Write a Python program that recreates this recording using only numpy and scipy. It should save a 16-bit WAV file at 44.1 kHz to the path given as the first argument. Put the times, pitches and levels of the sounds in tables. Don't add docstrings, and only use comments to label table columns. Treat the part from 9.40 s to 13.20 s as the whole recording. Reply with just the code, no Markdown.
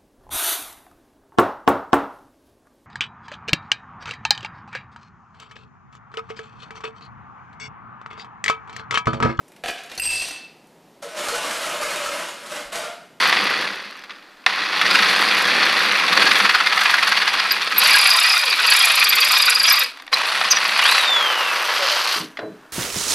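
import sys
import numpy as np
from scipy import signal
from scipy.fft import rfft, irfft
from scipy.io import wavfile
from scipy.ndimage import uniform_filter1d

SR = 44100
rng = np.random.default_rng(int(sys.argv[2]) if len(sys.argv) > 2 else 0)


def to_linear_factor(level_db):
    exponent = np.asarray(level_db, float) / 20
    return 10 ** exponent


def output_pcm(signal):
    pcm = np.clip(np.atleast_2d(signal).T, -1, 1) * 32767
    wavfile.write(sys.argv[1], SR, np.round(pcm).astype(np.int16))


N = 167580


def rms_one(x):
    return x / np.sqrt(np.mean(x ** 2) + 1e-20)


def bandpass(x, low_hz, high_hz):
    return signal.sosfilt(signal.butter(2, [low_hz, high_hz], "band", fs=SR, output="sos"), x)


def level(rows):
    s, db = np.transpose(rows)
    return to_linear_factor(np.interp(np.arange(N) / SR, s, db, left=-150, right=-150))


def at_hz(points, hz):
    f, v = np.transpose(points)
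    return np.interp(np.log(np.maximum(hz, 1)), np.log(f), v)


def colour(x, spectrum):
    size = 4096
    gain = to_linear_factor(at_hz(spectrum, np.arange(size // 2 + 1) * SR / size))
    cepstrum = irfft(np.log(gain / np.sqrt(np.mean(gain ** 2))))
    cepstrum[1:size // 2] *= 2
    cepstrum[size // 2 + 1:] = 0
    return signal.fftconvolve(x, irfft(np.exp(rfft(cepstrum))))[:N]


def clicks(per_s, spread_db, clump_db, clump_hz):
    r = np.exp(-2 * np.pi * clump_hz / SR)
    clump = rms_one(signal.lfilter([1], [1, -2 * r, r * r], rng.standard_normal(N)))
    sizes = to_linear_factor(spread_db * np.minimum(rng.exponential(1, N), 3.5)) * rng.choice([-1, 1], N)
    happens = rng.random(N) < per_s / SR
    return rms_one(sizes * to_linear_factor(clump_db * clump) * happens)


def blows(rows):
    out = np.zeros(N)
    s, db = np.transpose(rows)
    out[(s * SR).astype(int)] = to_linear_factor(db)
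    return out


def scatter(x, decay_s):
    r = np.exp(-2 / SR / decay_s)
    energy = signal.lfilter([1 - r], [1, -r], x ** 2 + 1e-30)
    return np.sqrt(energy) * rng.standard_normal(N)


def knocks(rows, rise_s, t60_s):
    out, t = np.zeros(N + SR), np.arange(SR // 4) / SR
    for s, db, hz in rows:
        fade = to_linear_factor(db - 60 * t / t60_s) * -np.expm1(-t / rise_s)
        out[int(s * SR):][:len(t)] += fade * np.sin(2 * np.pi * hz * t)
    return out[:N]


def hollow(x, peaks):
    out, power = 0, 0
    for k, (hz, width, db) in enumerate(peaks):
        r = np.exp(-np.pi * width / SR)
        gain = (1 - r * r) / 2
        poles = [1, -2 * r * np.cos(2 * np.pi * hz / SR), r * r]
        out = out + (-1) ** k * to_linear_factor(db) * signal.lfilter([gain, 0, -gain], poles, x + 1e-18)
        power = power + to_linear_factor(2 * db) * width * np.pi / SR
    return out / np.sqrt(power)


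def metal(x, modes, uneven_db, muffle_db=0):
    out, late = 0, np.maximum(np.arange(N) / SR - 0.59, 0)
    for hz, db, t60 in modes:
        r, w = to_linear_factor(-60 / (t60 * SR)), 2 * np.pi * hz / SR
        strength_db = db + uneven_db * rng.standard_normal(N) - muffle_db * late * hz / 1000
        hit = x * to_linear_factor(strength_db) + 1e-18
        out = out + np.sqrt(1 - r * r) * signal.lfilter([0, np.sin(w)], [1, -2 * r * np.cos(w), r * r], hit)
    return out


def hum():
    # pitch in Hz, strength in dB per Hz.
    hum_colour = [(20, -23), (80, -25.5), (159, -4), (259, -5), (290, -5), (422, -6.5), (917, -11),
                  (1120, -16), (14500, -34)]
    return to_linear_factor(-52.5) * colour(rng.standard_normal(N), hum_colour)


def cubes():
    # start in seconds, peak in dB, brightness in dB.
    landings = [(0.0809, -34.5, 10.5), (0.119, -32.5, 3.5), (0.163, -33.5, -0.5), (0.2378, -19, 3),
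                (0.2595, -14, -1), (0.2859, -18, 3), (0.3054, -22, 22), (0.4355, -25.5, 12.5),
                (0.4603, -35, 17), (0.5161, -22, -2.5), (0.5515, -31, 17), (0.6543, -30, -11),
                (0.8844, -11, 4), (0.9095, -36.5, -16.5), (0.9614, -39, -12), (1.0472, -45, -4),
                (1.2698, -43, 11)]
    size = 900
    dull, bright, t = np.zeros(N), np.zeros(N), np.arange(size) / SR
    for s, db, bright_db in landings:
        i, noise = int(s * SR), rng.standard_normal(size)
        dull[i:i + size] += to_linear_factor(db - 10.5 - bright_db) * noise * np.exp(-t / 0.0054)
        bright[i:i + size] += to_linear_factor(db - 19.5 + bright_db) * noise * np.exp(-t / 0.007)
    return dull, bandpass(bright, 4500, 12000)


def cup():
    # time in seconds, level of the tumbling in dB.
    tumble = [
        (0.2372, -40),
        (0.239, -28.5),
        (0.284, -30.5),
        (.33, -33.5),
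        (0.46, -52),
        (0.558, -37),
        (0.57, -38),
        (0.58, -47),
    ]
    # pitch in Hz, strength in dB per Hz.
    clatter_colour = [(100, -21), (300, -6), (1000, -9), (1700, -4.5), (2500, -3.5), (5000, -11.5),
                      (10000, -20.5), (14500, -31)]
    # pitch in Hz, width in Hz, strength in dB.
    cup_peaks = [(490, 155, -8), (712, 18, 6), (778, 24, -3.5), (1320, 43, -8), (1734, 154, -5.5),
                 (1634, 190, -4), (2420, 150, -9.5), (3030, 110, -9), (3490, 130, -11), (4560, 130, -12.5)]
    # time in seconds, peak in dB.
    cup_hits = [
        (.2378, 2.5),
        (.2475, -1.5),
        (.2595, 7.5),
        (.2865, 7.5),
        (.300, 11.5),
        (.312, 8),
        (.325, -1),
    ]
    # start in seconds, peak in dB, pitch in Hz.
    cup_tones = [
        (.2378, -30, 778),
        (.2385, -22.5, 712),
        (.262, -25, 777),
        (.287, -21, 712),
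        (.312, -22, 707),
        (.36, -29, 690),
    ]
    dull, bright = cubes()
    tumbling = scatter(clicks(2100, spread_db=-2.0, clump_db=4.5, clump_hz=39.0), decay_s=0.0049)
    inside = level(tumble) * tumbling + dull
    clatter = to_linear_factor(3) * colour(inside, clatter_colour)
    boom = hollow(to_linear_factor(-13.0) * inside + blows(cup_hits), cup_peaks)
    return clatter + boom + bright + knocks(cup_tones, rise_s=0.0019, t60_s=0.17)


def thuds():
    # time in seconds, peak in dB.
    thud_hits = [
        (.238, -50),
        (.578, -46),
        (.65, -47),
        (1.88, -48),
        (1.95, -51),
        (2.42, -59),
        (3.25, -50),
    ]
    t, swell_s = np.arange(8000) / SR, 0.015
    wobble = np.e * t / swell_s * np.exp(-t / swell_s) * np.sin(2 * np.pi * 37.5 * t)
    return signal.fftconvolve(blows(thud_hits), wobble)[:N]


def scoop():
    # time in seconds, level of the rattle in dB.
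    scoop_rattle = [
        (.575, -76),
        (.577, -25.5),
        (.6, -50),
        (.64, -24.5),
        (.71, -19.5),
        (.8, -21.5),
        (.9, -31),
        (.95, -50),
        (1.0, -77),
    ]
    # time in seconds, peak in dB.
    scoop_hits = [
        (.5771, -26.5),
        (.586, -29),
        (.72, -24),
        (.765, -23),
        (.82, -21),
        (.87, -32),
        (.91, -28),
    ]
    # pitch in Hz, strength in dB, seconds to die by 60 dB.
    scoop_modes = [(759, -10.5, 0.097), (1950, -9.5, 0.006), (2700, -9, 0.022), (3500, -21, 0.034),
                   (4310, -8, 0.02), (4440, -3, 0.019), (4580, -14, .02), (5800, -5, 0.024),
                   (6100, -5.5, 0.023), (9430, -8, 0.0083), (10570, -9.5, 0.011)]
    # pitch in Hz, strength in dB per Hz.
    scrape_colour = [(88, -23), (150, -23), (762, -1.5), (1250, -15.5), (2640, 5.5), (8330, 0.5),
                     (14500, -13.5)]
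    rattle = scatter(clicks(2000, spread_db=2.5, clump_db=1.5, clump_hz=40), decay_s=0.0039)
    touch = level(scoop_rattle) * rattle
    struck = to_linear_factor(-7.0) * touch + to_linear_factor(24.5) * scatter(blows(scoop_hits), decay_s=0.0045)
    return metal(struck, scoop_modes, uneven_db=2.0) + to_linear_factor(-2) * colour(touch, scrape_colour)


def shaker_rim():
    # time in seconds, level of the rattle in dB.
    rim_rattle = [
        (.596, -74),
        (.598, -33),
        (.65, -23.5),
        (.7, -16),
        (.77, -26.5),
        (.85, -29.5),
        (.93, -56),
        (.96, -79),
    ]
    # time in seconds, peak in dB.
    rim_hits = [(.5975, -20.5), (.620, -25), (.636, -28), (.655, -19.5), (.674, -18), (.695, -32),
                (.712, -25), (.735, -18.5), (.755, -17.5), (.795, -26), (.830, -25)]
    rim_hz = [2661, 2715, 4814, 4870, 7570, 8301, 8210, 11000, 10700, 12200, 2652, 4340, 4840]
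    # strength in dB, seconds to die by 60 dB.
    rim_ring = [(-0.5, 0.034), (-5, 0.047), (-3, 0.043), (-4, 0.049), (-9, 0.069), (7.5, 0.069), (-11, .05),
                (-6, .04), (-13, 0.04), (-8, .04), (-1, 0.39), (-34, .4), (-24, .4)]
    rattle = level(rim_rattle) * clicks(350, spread_db=3.5, clump_db=2.5, clump_hz=30.6)
    strikes = to_linear_factor(28.5) * scatter(blows(rim_hits), decay_s=0.0023)
    modes = [(hz, db, t60) for hz, (db, t60) in zip(rim_hz, rim_ring)]
    return metal(rattle + strikes, modes, uneven_db=1.0, muffle_db=5)


def ice_bin():
    # time in seconds, level in dB.
    digs = [
        [(1.619, -40), (1.625, -26.5), (1.65, -41.5), (1.745, -36.5), (1.77, -26.5), (1.873, -22.5),
         (1.94, -19), (2.05, -25.5), (2.23, -23.5)],
        [(2.23, -27), (2.29, -21.5), (2.37, -26.5), (2.395, -31), (2.425, -20), (2.58, -22), (2.76, -25),
         (2.91, -38), (2.98, -40.5)],
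        [(2.98, -37.5), (3.085, -37), (3.125, -26), (3.19, -33.5), (3.24, -39), (3.316, -56), (3.32, -36)],
        [(3.32, -20), (3.328, -26), (3.36, -23), (3.43, -33.5), (3.5, -39), (3.56, -49.5), (3.731, -63.5),
         (3.75, -74)],
    ]
    # pitch in Hz, strength in dB per Hz.
    ice_colour = [(71, -52), (120, -35), (159, -14), (433, -10), (585, -2.5), (760, -8), (1250, -5.5),
                  (10100, -17.5), (14500, -29.5)]
    # pitch in Hz, width in Hz, strength in dB.
    bin_peaks = [(485.4, 21, -1.5), (596, 12, 3), (646, 32, -1), (698, 31, -2.5), (866, 60, -12.5),
                 (1044, 104, -5), (1250, 105, -2.5), (1490, 130, -3), (2125, 24, -7), (1800, 84, -21),
                 (2390, 140, -16), (2900, 120, -4)]
    # time in seconds, peak in dB.
    bumps = [(1.623, -37), (1.7637, -34), (1.885, -5), (1.95, -9), (2.045, -13.5), (2.11, -9),
             (2.4127, -18), (2.432, -7), (2.5085, -40), (2.56, -10.5), (2.66, -12), (2.69, -20),
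             (2.886, -22), (2.966, -30.5), (3.061, -25.5), (3.116, -33), (3.1605, -23), (3.3256, -20),
             (3.357, -11.5), (3.465, -32)]
    # start in seconds, peak in dB, pitch in Hz.
    booms = [(1.624, -29.5, 572), (1.645, -32.5, 475), (1.67, -38, 596), (1.715, -32, 640),
             (1.745, -28.5, 622), (1.765, -24, 596), (1.80, -30, 587), (1.843, -25, 668), (1.88, -25, 646),
             (1.92, -18.5, 479), (1.945, -23.5, 623), (2.038, -21, 633), (2.09, -21, 676), (2.18, -34, 613),
             (2.265, -29, 603), (2.31, -40, 620), (2.335, -29.5, 484), (2.40, -21.5, 604),
             (2.455, -16, 594), (2.49, -24, 587), (2.525, -41, 630), (2.56, -21, 598), (2.60, -19, 581),
             (2.685, -22, 586), (2.715, -24, 581), (2.745, -28, 594), (2.83, -42.5, 590), (2.89, -36, 559),
             (3.02, -36, 587), (3.115, -25.5, 585), (3.175, -32, 606.5), (3.25, -36, 562), (3.29, -44, 584),
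             (3.324, -26.5, 668), (3.35, -25, 660), (3.385, -24, 606), (3.435, -29, 691),
             (3.48, -30.5, 690), (3.515, -43, 654), (3.56, -42, 659), (3.63, -57, 657)]
    # start in seconds, peak in dB, pitch in Hz.
    lumps = [(1.795, -38, 1320), (1.875, -27, 830), (2.04, -21.5, 1157), (2.115, -24, 1166),
             (2.28, -25, 1240), (2.42, -24, 1250), (2.44, -22, 2150), (2.60, -24, 1118),
             (2.66, -20.5, 1297), (2.72, -29, 2125), (3.15, -33.5, 1976), (3.355, -36, 1413),
             (3.435, -29.5, 1384), (3.6, -48, 1410)]
    push = sum(level(dig) for dig in digs)
    crunch = scatter(push * clicks(1500, spread_db=3.5, clump_db=2.0, clump_hz=29.6), decay_s=0.0034)
    crunch = crunch + to_linear_factor(21) * scatter(blows(bumps), decay_s=0.0086)
    shifts = scatter(push * clicks(200, spread_db=-1.5, clump_db=2.0, clump_hz=30), decay_s=0.0026)
    ice = to_linear_factor(-4.5) * colour(crunch, ice_colour) + to_linear_factor(6.0) * knocks(lumps, rise_s=.0015, t60_s=0.054)
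    boom = to_linear_factor(-11) * hollow(shifts, bin_peaks) + to_linear_factor(1.5) * knocks(booms, rise_s=.003, t60_s=0.13)
    return ice + boom


def kitchen(x, gap_s):
    # pitch in Hz, seconds to die by 60 dB.
    room_t60 = [(200, 0.3), (700, 0.49), (2500, 0.63), (6000, 0.39), (13000, 0.32)]
    t, tail = np.arange(SR) / SR, 0
    white = rng.standard_normal((2, SR))
    for k, low in enumerate(40 * 2. ** np.arange(9)):
        band = bandpass(white[k % 2], low, min(2 * low, 20000))
        tail = tail + band * to_linear_factor(-60 * t / at_hz(room_t60, low * 1.4))
    tail = tail * np.clip(t / gap_s, 0, 1)
    return signal.fftconvolve(x, tail / np.sqrt(np.sum(tail ** 2)))[:N]


def moving(x, gap_s):
    turn = np.arange(N) / SR / .07
    out = 0
    for k in range(4):
        share = np.maximum(1 - np.abs((turn - k) % 4 - 2), 0)
        out = out + kitchen(x * np.sqrt(share), gap_s)
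    return out


def scene():
    near, far = cup() + scoop() + shaker_rim(), ice_bin()
    room = moving(to_linear_factor(-7.0) * near + to_linear_factor(-0.1) * far, gap_s=0.0036)
    return np.tile(to_linear_factor(-2.5) * near + to_linear_factor(-2.0) * far + room + hum() + thuds(), (2, 1))


def band_limit(x):
    return signal.sosfilt(signal.butter(12, 15410, fs=SR, output="sos"), x)


def record(dry):
    limit_db, release_db_per_s, limit_share, clip_top = -16.5, 59, 0.65, .22
    ramp = release_db_per_s * np.arange(N) / SR
    held = np.maximum.accumulate(20 * np.log10(np.abs(dry[0]) + 1e-9) + ramp) - ramp
    turn_down_db = limit_share * uniform_filter1d(np.maximum(held - limit_db, 0), size=45)
    x = dry * to_linear_factor(-turn_down_db)
    thump = bandpass(x ** 2, 18, 90)
    x = clip_top * np.tanh(x / clip_top) + 0.96 * thump
    mix = signal.sosfilt(signal.ellip(8, .5, 75, 14250, fs=SR, output="sos"), x)
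    return band_limit(mix)


dry = scene()
out = record(dry)
output_pcm(out)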